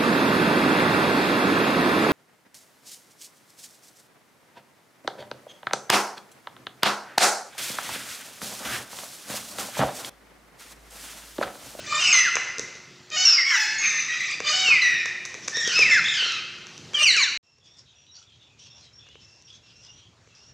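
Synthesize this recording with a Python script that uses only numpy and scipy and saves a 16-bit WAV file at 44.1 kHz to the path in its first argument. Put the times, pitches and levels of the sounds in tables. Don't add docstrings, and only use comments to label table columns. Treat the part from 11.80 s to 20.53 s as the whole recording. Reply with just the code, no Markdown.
import sys
import numpy as np
from scipy import signal
from scipy.fft import rfft, irfft, next_fast_len
from scipy.io import wavfile
from scipy.ndimage import uniform_filter1d, minimum_filter1d

SR = 44100
rng = np.random.default_rng(int(sys.argv[2]) if len(sys.argv) > 2 else 0)


def digitize_waveform(pressure):
    field = np.atleast_2d(pressure).T
    bounded = np.clip(field, -1, 1)
    quanta = np.round(bounded * 32767).astype(np.int16)
    wavfile.write(sys.argv[1], SR, quanta)


def makeup_ratio(level_db):
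    decades = np.asarray(level_db, float) / 20
    return 10 ** decades


N = 384993

ROOM_END, YARD_START = 5.575, 5.629

# t/s, level/dB
MURMUR_LEVEL = [(0, -55), (1.35, -62.5), (1.65, -67.5), (2.1, -58.5), (3.0, -60), (3.55, -57), (4.1, -50),
                (4.6, -61), (5.2, -56.5), (5.57, -60.5)]
# f/Hz, level/dB
MURMUR_TONE = [(25, -26.5), (60, -16), (120, -3.5), (1000, -14.5), (5500, -14), (7300, -20), (9000, -35),
               (15500, -51)]
# f/Hz, level/dB
FAN_HUM = [(361, -58), (120, -70)]
# f/Hz, t60/s
ROOM_DECAY = [(300, 0.36), (1200, 1.19), (2500, 1.25), (5000, 1.02), (8000, 0.62), (14000, 0.34)]
# f/Hz, level/dB
TILE_LOSS = [(1200, -1.35), (2500, -1.5), (4000, -1.5), (5500, -1), (10000, 1)]

# t/s, level/dB
TRAFFIC_LEVEL = [(5.63, -69), (5.8, -67), (5.97, -62), (6.2, -65.5), (7.0, -61.5), (8.73, -60.5)]
# f/Hz, level/dB
TRAFFIC_TONE = [(25, -39.5), (60, -4.5), (115, 2), (200, -9.5), (800, -17), (7000, -20), (8600, -39.5),
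                (14000, -53)]
# f/Hz, t60/s
YARD_DECAY = [(1000, .4), (4000, 0.25), (9000, 0.087)]
# start t/s, end t/s, first f/Hz, last f/Hz, level/dB
ROUGH_SPARROWS = [(5.795, 6.001, 3470, 3520, -63), (6.053, 6.196, 3920, 3290, -63),
                  (6.064, 6.124, 3290, 3150, -61), (6.118, 6.255, 2740, 2630, -71),
                  (6.265, 6.327, 3920, 3880, -57), (5.847, 5.886, 3420, 3410, -49),
                  (6.276, 6.326, 3010, 2980, -68), (6.072, 6.135, 6500, 6100, -65),
                  (6.339, 6.392, 4560, 4460, -51.5), (6.454, 6.544, 3570, 3110, -57.5),
                  (6.592, 6.707, 3710, 3390, -60.5), (6.594, 6.652, 2780, 2780, -64),
                  (6.689, 6.764, 2560, 2440, -64), (6.794, 6.88, 3240, 2720, -63),
                  (6.896, 7.008, 3620, 3430, -59), (7.01, 7.096, 4330, 3730, -57.5),
                  (7.047, 7.096, 3180, 3070, -55), (7.179, 7.328, 3430, 3440, -57.5),
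                  (7.26, 7.439, 2780, 3230, -59), (7.679, 7.765, 3380, 3320, -52.5),
                  (8.056, 8.09, 3500, 3350, -57), (8.12, 8.288, 3270, 3180, -61),
                  (8.479, 8.6, 2670, 2595, -65.5), (6.37, 6.432, 1470, 1300, -64)]
# start t/s, end t/s, f/Hz, tone level/dB, octave level/dB
CLEAR_SPARROWS = [(5.627, 5.821, 2730, -73, -68), (5.86, 5.961, 2820, -87, -57.5),
                  (6.144, 6.308, 2900, -71.5, -63.5), (6.305, 6.44, 2860, -76, -55),
                  (6.79, 6.87, 2870, -75, -54), (6.892, 7.004, 2775, -65, -56.5),
                  (7.125, 7.204, 2777, -81, -50), (7.397, 7.664, 2720, -65, -59),
                  (7.641, 7.71, 2825, -81, -52), (7.823, 8.05, 2770, -64.5, -61),
                  (8.073, 8.124, 2863, -52, -50), (8.079, 8.211, 2864, -77, -54.5),
                  (8.565, 8.724, 2825, -67.5, -55.5)]
# start t/s, end t/s, level/dB, treble tilt/dB
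RASPS = [(5.831, 5.91, -61.5, 4.5), (5.96, 6.017, -62.5, 11), (6.327, 6.46, -62, 3.5),
         (6.47, 6.593, -67, -2.5), (6.771, 6.893, -57.5, 0), (6.939, 7.085, -62.5, 2),
         (7.18, 7.45, -69.5, -5), (7.394, 7.478, -67, 5.5), (7.47, 7.66, -70, 7), (7.94, 8.134, -68.5, 4),
         (8.133, 8.296, -73, -5.5), (6.048, 6.3, -74.5, -4.5), (6.592, 6.739, -69.5, -5),
         (7.661, 7.78, -59, 1.5), (7.819, 7.935, -63.5, -1.5), (8.02, 8.079, -58.5, 5),
         (8.47, 8.537, -71, 1), (8.53, 8.724, -68, 4.5)]
# f/Hz, level/dB
RASP_LOW_TONE = [(1800, -27), (2600, 2.5), (3400, 3), (4500, -1.5), (5200, -28)]
# f/Hz, level/dB
RASP_HIGH_TONE = [(4200, -22), (5000, -2), (6000, -3), (7300, -14), (8300, -19)]

# t/s, claw level/dB, knock level/dB, thud level/dB
STRAW_TICKS = [(5.7844, -58.5, -59, -61), (7.2664, -58, -48, -59), (7.2878, -48, -46, -56),
               (7.3544, -59, -41.5, -46), (7.6226, -47, -60, -75), (8.4736, -58, -50, -52)]
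# t/s, claw level/dB, knock level/dB, thud level/dB
FLOOR_TICKS = [(0.5546, -18.5, -19, -31.5), (0.5677, -31.5, -9.5, -30), (0.7829, -25.5, -35, -34.5),
               (0.7943, -21, -34.5, -26.5), (2.885, -42, -37, -31.5), (0.9525, -37, -49, -43),
               (1.3021, -33, -45, -47), (2.6028, -27, -18, -27), (3.2571, -22.5, -20.5, -39),
               (3.4518, -24, -28, -51), (3.4575, -22.5, -30.5, -49.5), (3.5421, -32.5, -27, -48.5),
               (3.5495, -37, -42.5, -37), (3.6777, -24, -29, -42.5), (3.6812, -19.5, -18.5, -38),
               (3.6953, -28, -37, -62), (3.7696, -20, -24.5, -30.5), (3.8752, -15.5, -29.5, -26),
               (3.9904, -10.5, -10.5, -19.5), (4.2417, -28, -28, -71), (4.4244, -34.5, -26, -38.5),
               (4.4611, -37, -26.5, -39.5), (4.521, -22.5, -37, -55.5), (4.8684, -35, -34, -68.5),
               (4.9781, -34, -47, -65), (5.1339, -33.5, -28, -37), (5.3654, -19, -33, -38.5)]
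# f/Hz, width/Hz, level/dB
CLAW_MODES = [(6100, 660, 13), (3600, 200, 4)]
# f/Hz, width/Hz, level/dB
KNOCK_MODES = [(2500, 270, 6), (1300, 730, -1.5)]
# f/Hz, width/Hz, level/dB
THUD_MODES = [(426, 120, 3.5), (242, 300, -9)]
# delay t/s, level/dB
BLOW_RETURNS = [(.0007, 4.76), (.0025, -4.5), (.0046, -9.5)]

# f/Hz, level/dB
MIC_TREBLE = [(7400, 0.5), (8400, -16), (10000, -22), (12500, -34.5), (14500, -29), (16000, -35)]
# f/Hz, level/dB
BREATH_TONE = [(250, -25), (900, -20), (1300, -2.5), (2400, 2.5), (3400, -3.5), (5200, -5.5), (7000, -13),
               (16000, 0)]
# t/s, level/dB
HISS_LEVEL = [(1.64, -81.5), (1.72, -56.5), (1.84, -56.5), (1.92, -73.5), (2.05, -95)]
# f/Hz, level/dB
HISS_COLOUR = [(7500, -40), (8500, -3), (11500, -7.5), (12300, -23.5), (13200, -0.5), (14200, 0),
               (15600, -6.5)]

# start t/s, end t/s, f/Hz, peak level/dB, air above the mic's edge level/dB
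GRUNT_NOTES = [(0.055, 0.206, 611.1, -25.5, -5.5), (1.307, 1.371, 633, -23.5, -9),
               (2.629, 2.735, 610, -22, -2), (5.134, 5.24, 605.3, -25.5, 7.5)]
# f/Hz, level/dB
GRUNT_THROAT = [(500, -16.5), (1250, -4.5), (1800, -6), (2450, 3.5), (3200, -7.5), (4800, -4.5),
                (7300, -12), (16000, -21.5)]
# start t/s, end t/s, f/Hz, peak level/dB, air above the mic's edge level/dB
CAW_NOTES = [(0.191, 0.409, 726, -33.5, 7), (1.354, 1.47, 745, -29, -5.5), (2.714, 2.915, 751, -29, -3)]
# f/Hz, level/dB
CAW_FORMANTS = [(700, -14.5), (1500, -7), (2200, -1.5), (2980, 5), (3700, -4), (5000, 2.5), (7400, -7),
                (16000, -22.5)]
# t/s, f/Hz, level/dB
DRONE_PATHS = [
    [(1.64, 1113, -39.5), (1.7, 1112, -32.5), (1.75, 1000, -27.5), (1.78, 868, -32), (1.86, 848, -34),
     (1.89, 861, -37.5), (2.02, 867, -38.5)],
    [(2.0, 1255, -34), (2.3, 1243, -41.5), (2.56, 1180, -36)],
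]
# f/Hz, level/dB
DRONE_FORMANTS = [(800, -9), (1200, -8.5), (1750, 5), (2300, 10.5), (3300, -4.5), (4400, -2.5), (6000, 1),
                  (7400, -12)]
DRONE_SCATTER = [2.6, 6]
DRONE_AIR_DB = [-2.5, -9]

# start t/s, end t/s, first f/Hz, last f/Hz, peak level/dB
FALLS = [(.39, .425, 2110, 1850, -12.5), (.425, .497, 2200, 1250, -24.5), (5.141, 5.19, 3260, 2900, -19),
         (1.575, 1.645, 2220, 1800, -20), (1.697, 1.775, 1880, 1470, -25.5),
         (2.92, 2.99, 2247, 1950, -12.5), (3.185, 3.225, 2550, 2300, -33), (4.05, 4.11, 2300, 1700, -17),
         (4.04, 4.15, 2622, 2667, -22.5), (5.257, 5.298, 2790, 2540, -18.5)]
SURGES = [(.19, .335, 2872, 2479, -23), (.345, .4, 2053, 2035, -13), (4.095, 4.168, 1845, 1704, -20),
          (5.18, 5.25, 2926, 2714, -16.5)]
REEDS = [(.325, .395, 2197, 1976, -9.5), (1.98, 2.24, 2222, 2034, -27.5)]
SQUEAKS = [(3.62, 3.67, 5640, 6100, -43.5)]
PIPES = [(1.42, 1.56, 3055, 2612, -20.5), (1.45, 1.62, 2802, 2277, -12)]
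HELD = [(2.03, 2.2, 1909, 1813, -35.5), (2.28, 2.5, 1937, 1920, -29), (2.4, 2.5, 2010, 2043, -28),
        (3.015, 3.3, 2039, 1833, -18.5)]
GROANS = [(3.8, 4.0, 1826, 1333, -26)]
# notes, partial 1-4 level/dB, resting level/dB, pitch bend (under 1 drops early)
KINDS = [(FALLS, (0.5, -26, -28.5, -31), -27, 0.9), (SURGES, (-3, -15.5, -8, -15.5), -24, 0.77),
         (PIPES, (-10.5, -1, -47, -58.5), -32.5, 1), (HELD, (2, -8, -9.5, -36.5), -39, 0.41),
         (REEDS, (-3, -14, -0.5, -22.5), -32, 0.45), (GROANS, (-8.5, 1, -6, -2), -38.5, 0.8),
         (SQUEAKS, (0.1, -33), -40.5, 1.5)]
KIND_SCATTER = [.6, .7, .55, 1.7, .9, 5.4, 7]
KIND_SWELL = [False, True, False, False, False, True, True]
# t/s, f/Hz, level/dB
MOAN_PATH = [(4.24, 1620, -37), (4.29, 1795, -35.5), (4.34, 1718, -29), (4.399, 1525, -28.5),
             (4.47, 1401, -31), (4.6, 1249, -36)]
MOAN_PARTIALS = (-4.5, 4, -3.5, -7)
MOAN_SCATTER = 5.0
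# t/s, f/Hz, level/dB, beak opening level/dB (frees the overtones)
SWOOP_PATHS = [
    [(.205, 3220, -28, 0), (.235, 3034, -17, -8), (.28, 2782, -20, -8), (.315, 2577, -17, -5.5),
     (.33, 2340, -18.5, -10.5)],
    [(2.8, 3100, -33, -8), (2.84, 2960, -23.5, -8), (2.88, 2717, -19, -1), (2.92, 2476, -16, -3),
     (3.01, 2242, -31.5, -4)],
    [(3.72, 1760, -33, -23), (3.75, 1848, -27, -0.9), (3.85, 1848, -24.5, -2), (3.92, 1856, -39, -0.8)],
    [(3.92, 2397, -39.5, 2.2), (3.96, 2580, -23.5, 0.8), (3.995, 2640, -21.5, -1), (4.015, 2536, -18, -6),
     (4.04, 2252, -11, -13.5)],
    [(4.106, 2304, -24, -7), (4.12, 2104, -25.5, 2.5), (4.14, 2008, -22, 1.2), (4.157, 1824, -25, -8),
     (4.18, 1520, -28, 2), (4.203, 1314, -29, -2)],
    [(5.226, 3217, -16.5, 3), (5.249, 2840, -10.5, -8.5), (5.257, 2592, -9.5, -18.5),
     (5.268, 2384, -11.5, 2.7), (5.3, 2054, -18.5, 1.5), (5.337, 1776, -25.5, -2.5), (5.36, 1586, -20, -25),
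     (5.374, 1337, -25.5, 11.5), (5.445, 886, -36.5, -20)],
    [(5.366, 2822, -16.5, -20), (5.381, 2417, -11.5, -17.5), (5.41, 2290, -15.5, -2), (5.43, 2068, -21, 3),
     (5.447, 1787, -19, 2), (5.457, 1740, -26.5, -7.5), (5.492, 1340, -24.5, -13)],
]
SWOOP_PARTIALS = [(-3.5, 0.5, -37.5, -39), (-1.5, -11, -41, -59), (-3, -6.5, -8, -33.5), (1.5, 5, -21, -52),
                  (7.5, -22.5, -10.5, -17), (-5.5, -6.5, -20.5, -10), (-7, -6.5, -13.5, -17)]
SWOOP_SCATTER = [.5, .5, 2.4, .4, .4, .6, .7]
# f/Hz, level/dB
BEAK_TONE = [(3200, -8), (4000, 7), (4900, -8), (5500, 3), (6400, 2.5), (8000, -1.5)]


def unit(x):
    return x / np.sqrt(np.mean(x ** 2) + 1e-20)


def along(points, hz):
    f, v = np.transpose(points)
    return np.interp(np.log(hz + 1), np.log(f + 1), v)


def curve(rows):
    return np.interp(np.arange(N) / SR, *np.transpose(rows))


def wobble(rate, size):
    knots = rng.standard_normal(int(size * 600 / SR) + 4)
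    place = np.arange(size) * min(rate, 600) / SR
    return np.interp(place, np.arange(len(knots)), knots) * 1.2


def filtered(x, response):
    m = next_fast_len(N + 8192)
    return irfft(rfft(x, m) * response(np.fft.rfftfreq(m, 1 / SR)), m)[:N]


def resonant(x, modes):
    def response(f):
        total = 0
        for k, (centre, width, db) in enumerate(modes):
            band = 1j * f * width
            total = total + (-1) ** k * makeup_ratio(db) * band / (centre * centre - f * f + band)
        return total
    return filtered(x, response)


def rush(spectrum, patchy_db):
    z = signal.stft(rng.standard_normal(N), nperseg=512)[2]
    field = uniform_filter1d(rng.standard_normal(z.shape), 6, 0)
    field = uniform_filter1d(field, 12, 1)
    noise = signal.istft(z * makeup_ratio(patchy_db * unit(field)), nperseg=512)[1][:N]
    return unit(filtered(noise, lambda f: makeup_ratio(along(spectrum, f))))


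def echo(x, decays):
    hz, t, z = signal.stft(rng.standard_normal(int(1.5 * SR)), SR, nperseg=256)
    fall = makeup_ratio(-60 * t / along(decays, hz)[:, None])
    tail = signal.istft(z * fall, SR, nperseg=256)[1]
    delayed = np.pad(x, (200, 0))
    return signal.fftconvolve(delayed, tail / np.linalg.norm(tail))[:N]


def add_note(out, rows, scatter, partial_db, count, flutter_db, drift_db, fade):
    s, hz, db, *beak = np.transpose(rows)
    t = np.arange(s[0], s[-1], 1 / SR)
    pitch = np.interp(t, s, hz)
    unsteady = pitch * (1 + scatter / 100 * wobble(500, len(t)))
    phase = 2 * np.pi * np.cumsum(unsteady) / SR
    open_db = np.interp(t, s, beak[0]) if beak else 0
    tone = np.zeros(len(t))
    for k in range(1, count + 1):
        partial = k * pitch
        if partial.min() >= 15600:
            continue
        level = partial_db(k, partial) + along(MIC_TREBLE, partial)
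        level = level + flutter_db * wobble(140, len(t))
        if k > 1:
            level = level + open_db + drift_db * wobble(20.7, len(t))
        tone += makeup_ratio(level) * (partial < 15600) * np.sin(k * phase + k * k)
    edge = np.clip(np.minimum(t - s[0], s[-1] - t) / fade, 0, 1)
    out[round(s[0] * SR):][:len(t)] += makeup_ratio(np.interp(t, s, db)) * edge * tone


def traffic():
    return makeup_ratio(curve(TRAFFIC_LEVEL) + 2) * rush(TRAFFIC_TONE, patchy_db=1.9)


def murmur():
    return makeup_ratio(curve(MURMUR_LEVEL) + 10) * rush(MURMUR_TONE, patchy_db=2.1)


def fan_hum():
    t = np.arange(N) / SR
    hum = np.zeros(N)
    for hz, db in FAN_HUM:
        level = makeup_ratio(db + 1.2 * wobble(2.3, N))
        hum += level * np.sin(2 * np.pi * hz * t + 1.3 * wobble(8.5, N))
    return hum


def sparrows():
    out = np.zeros(N)
    clear = [(start, end, hz * .985, hz * 1.01, 2.1, *db) for start, end, hz, *db in CLEAR_SPARROWS]
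    rough = [(*note, 3.3, db, db - 28) for *note, db in ROUGH_SPARROWS]
    for start, end, first, last, scatter, *db in clear + rough:
        rows = [(start, first, .1), (end, last, -2.5)]
        add_note(out, rows, scatter, lambda k, hz: db[k - 1],
                 count=2, flutter_db=3.5, drift_db=2.0, fade=0.019)
    return out


def rasping_calls():
    t = np.arange(N) / SR
    effort = np.zeros((2, N))
    for start, end, db, tilt_db in RASPS:
        envelope = np.clip(np.minimum((t - start) / 0.027, (end - t) / 0.026), 0, 1)
        effort += makeup_ratio([[db - tilt_db], [db + tilt_db]]) * envelope
    low = effort[0] * rush(RASP_LOW_TONE, patchy_db=2.5)
    high = effort[1] * rush(RASP_HIGH_TONE, patchy_db=4.5)
    return makeup_ratio(3.9 * wobble(180, N)) * (low + high)


def ticks(rows):
    blows = np.zeros((3, N + 400))
    shape = makeup_ratio(-60 * np.arange(66) / SR / 0.00092)
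    chance = rng.standard_normal((len(rows), 3, 66))
    for (s, *db), grits in zip(rows, chance):
        for (late, loss_db), grit in zip(BLOW_RETURNS, grits):
            force = makeup_ratio(np.array(db) + loss_db + [9, 7, 17])[:, None]
            blows[:, round((s + late) * SR):][:, :66] += force * shape * (1 + 0.3 * grit)
    claw = filtered(resonant(blows[0], CLAW_MODES), lambda hz: makeup_ratio(along(MIC_TREBLE, hz) * 0.42))
    return claw + resonant(blows[1], KNOCK_MODES) + resonant(blows[2], THUD_MODES)


def yard():
    birds = sparrows() + rasping_calls()
    birds = filtered(birds, lambda hz: 1 / (1 + (hz / 8200) ** 16))
    return makeup_ratio(0.5) * birds + makeup_ratio(-3) * echo(birds, YARD_DECAY) + ticks(STRAW_TICKS) + traffic()


def breath(calls):
    effort = np.sqrt(np.abs(uniform_filter1d(calls ** 2, 700)))
    effort = effort + makeup_ratio(-26.0 - 60 * np.arange(N) / SR / 2.0)
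    air = filtered(rush(BREATH_TONE, patchy_db=5.5), lambda hz: makeup_ratio(along(MIC_TREBLE, hz)))
    return makeup_ratio(-8.0) * effort * air


def squawk_notes():
    notes = []
    for start, end, hz, db, air_db in GRUNT_NOTES:
        rows = [(start, hz * (1 - 0.028), db - 15), (end, hz, db)]
        notes.append((rows, 1.8, air_db, GRUNT_THROAT))
    for start, end, hz, db, air_db in CAW_NOTES:
        edge_hz = hz * (1 - 0.02)
        rows = [(start, edge_hz, db - 1), ((start + end) / 2, hz, db), (end, edge_hz, db - 4)]
        notes.append((rows, 1.9, air_db, CAW_FORMANTS))
    for rows, scatter, air_db in zip(DRONE_PATHS, DRONE_SCATTER, DRONE_AIR_DB):
        notes.append((rows, scatter, air_db, DRONE_FORMANTS))
    return notes


def squawks():
    out = np.zeros(N)
    for rows, scatter, air_db, throat in squawk_notes():
        add_note(out, rows, scatter, lambda k, hz: along(throat, hz) - 3 + air_db * (hz > 8000),
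                 count=19, flutter_db=3.5, drift_db=3, fade=.015)
    return out


def short_whistles():
    u = np.linspace(0, 1, num=7)
    notes = []
    for (kind, partials, rest_db, bend), scatter, swells in zip(KINDS, KIND_SCATTER, KIND_SWELL):
        toward_rest = (1 - u) ** 2 if swells else u
        for start, end, first, last, peak_db in kind:
            time = start + (end - start) * u
            pitch = first + (last - first) * u ** bend
            level = peak_db + (rest_db - peak_db) * toward_rest
            notes.append((np.transpose([time, pitch, level]), partials, scatter))
    return notes


def whistles():
    out = np.zeros(N)
    swoops = list(zip(SWOOP_PATHS, SWOOP_PARTIALS, SWOOP_SCATTER))
    notes = swoops + [(MOAN_PATH, MOAN_PARTIALS, MOAN_SCATTER)] + short_whistles()
    for n, (rows, partials, scatter) in enumerate(notes):
        def partial_db(k, hz):
            if k <= len(partials):
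                level = partials[k - 1]
            else:
                level = min(partials[-1], -12) - 6 * (k - len(partials))
            wide_beak = n < len(swoops) and k > 1
            return level + wide_beak * along(BEAK_TONE, hz)
        add_note(out, rows, scatter, partial_db, count=8, flutter_db=2.2, drift_db=3, fade=.006)
    return out


def tiled_room():
    calls = whistles() + squawks()
    feet = ticks(FLOOR_TICKS)
    calls = calls + breath(calls) + makeup_ratio(curve(HISS_LEVEL)) * rush(HISS_COLOUR, patchy_db=2.0)
    stirred = calls * (1 + 0.91 * wobble(330, N))
    walls = echo(makeup_ratio(-6.5) * stirred + makeup_ratio(-4.5) * feet, ROOM_DECAY)
    walls = filtered(walls, lambda hz: makeup_ratio(along(TILE_LOSS, hz)))
    return makeup_ratio(1.0) * calls + feet + walls + murmur() + fan_hum()


def scene():
    t = np.arange(N) / SR
    mix = tiled_room() * (t < ROOM_END) + yard() * (t > YARD_START)
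    return np.tile(mix, (2, 1))


def band_limit(x):
    return signal.sosfilt(signal.butter(12, 16350, fs=SR, output="sos"), x)


def record(dry):
    kept = filtered(dry[0], lambda hz: (hz < 15810) / np.sqrt(1 + (48 / (hz + 1)) ** 6))
    needed = np.minimum(1, .56 / (np.abs(kept) + 1e-9))
    gain = uniform_filter1d(minimum_filter1d(needed, size=400), size=300)
    return band_limit(np.tile(kept * gain, (2, 1)))


dry = scene()
out = record(dry)
digitize_waveform(out)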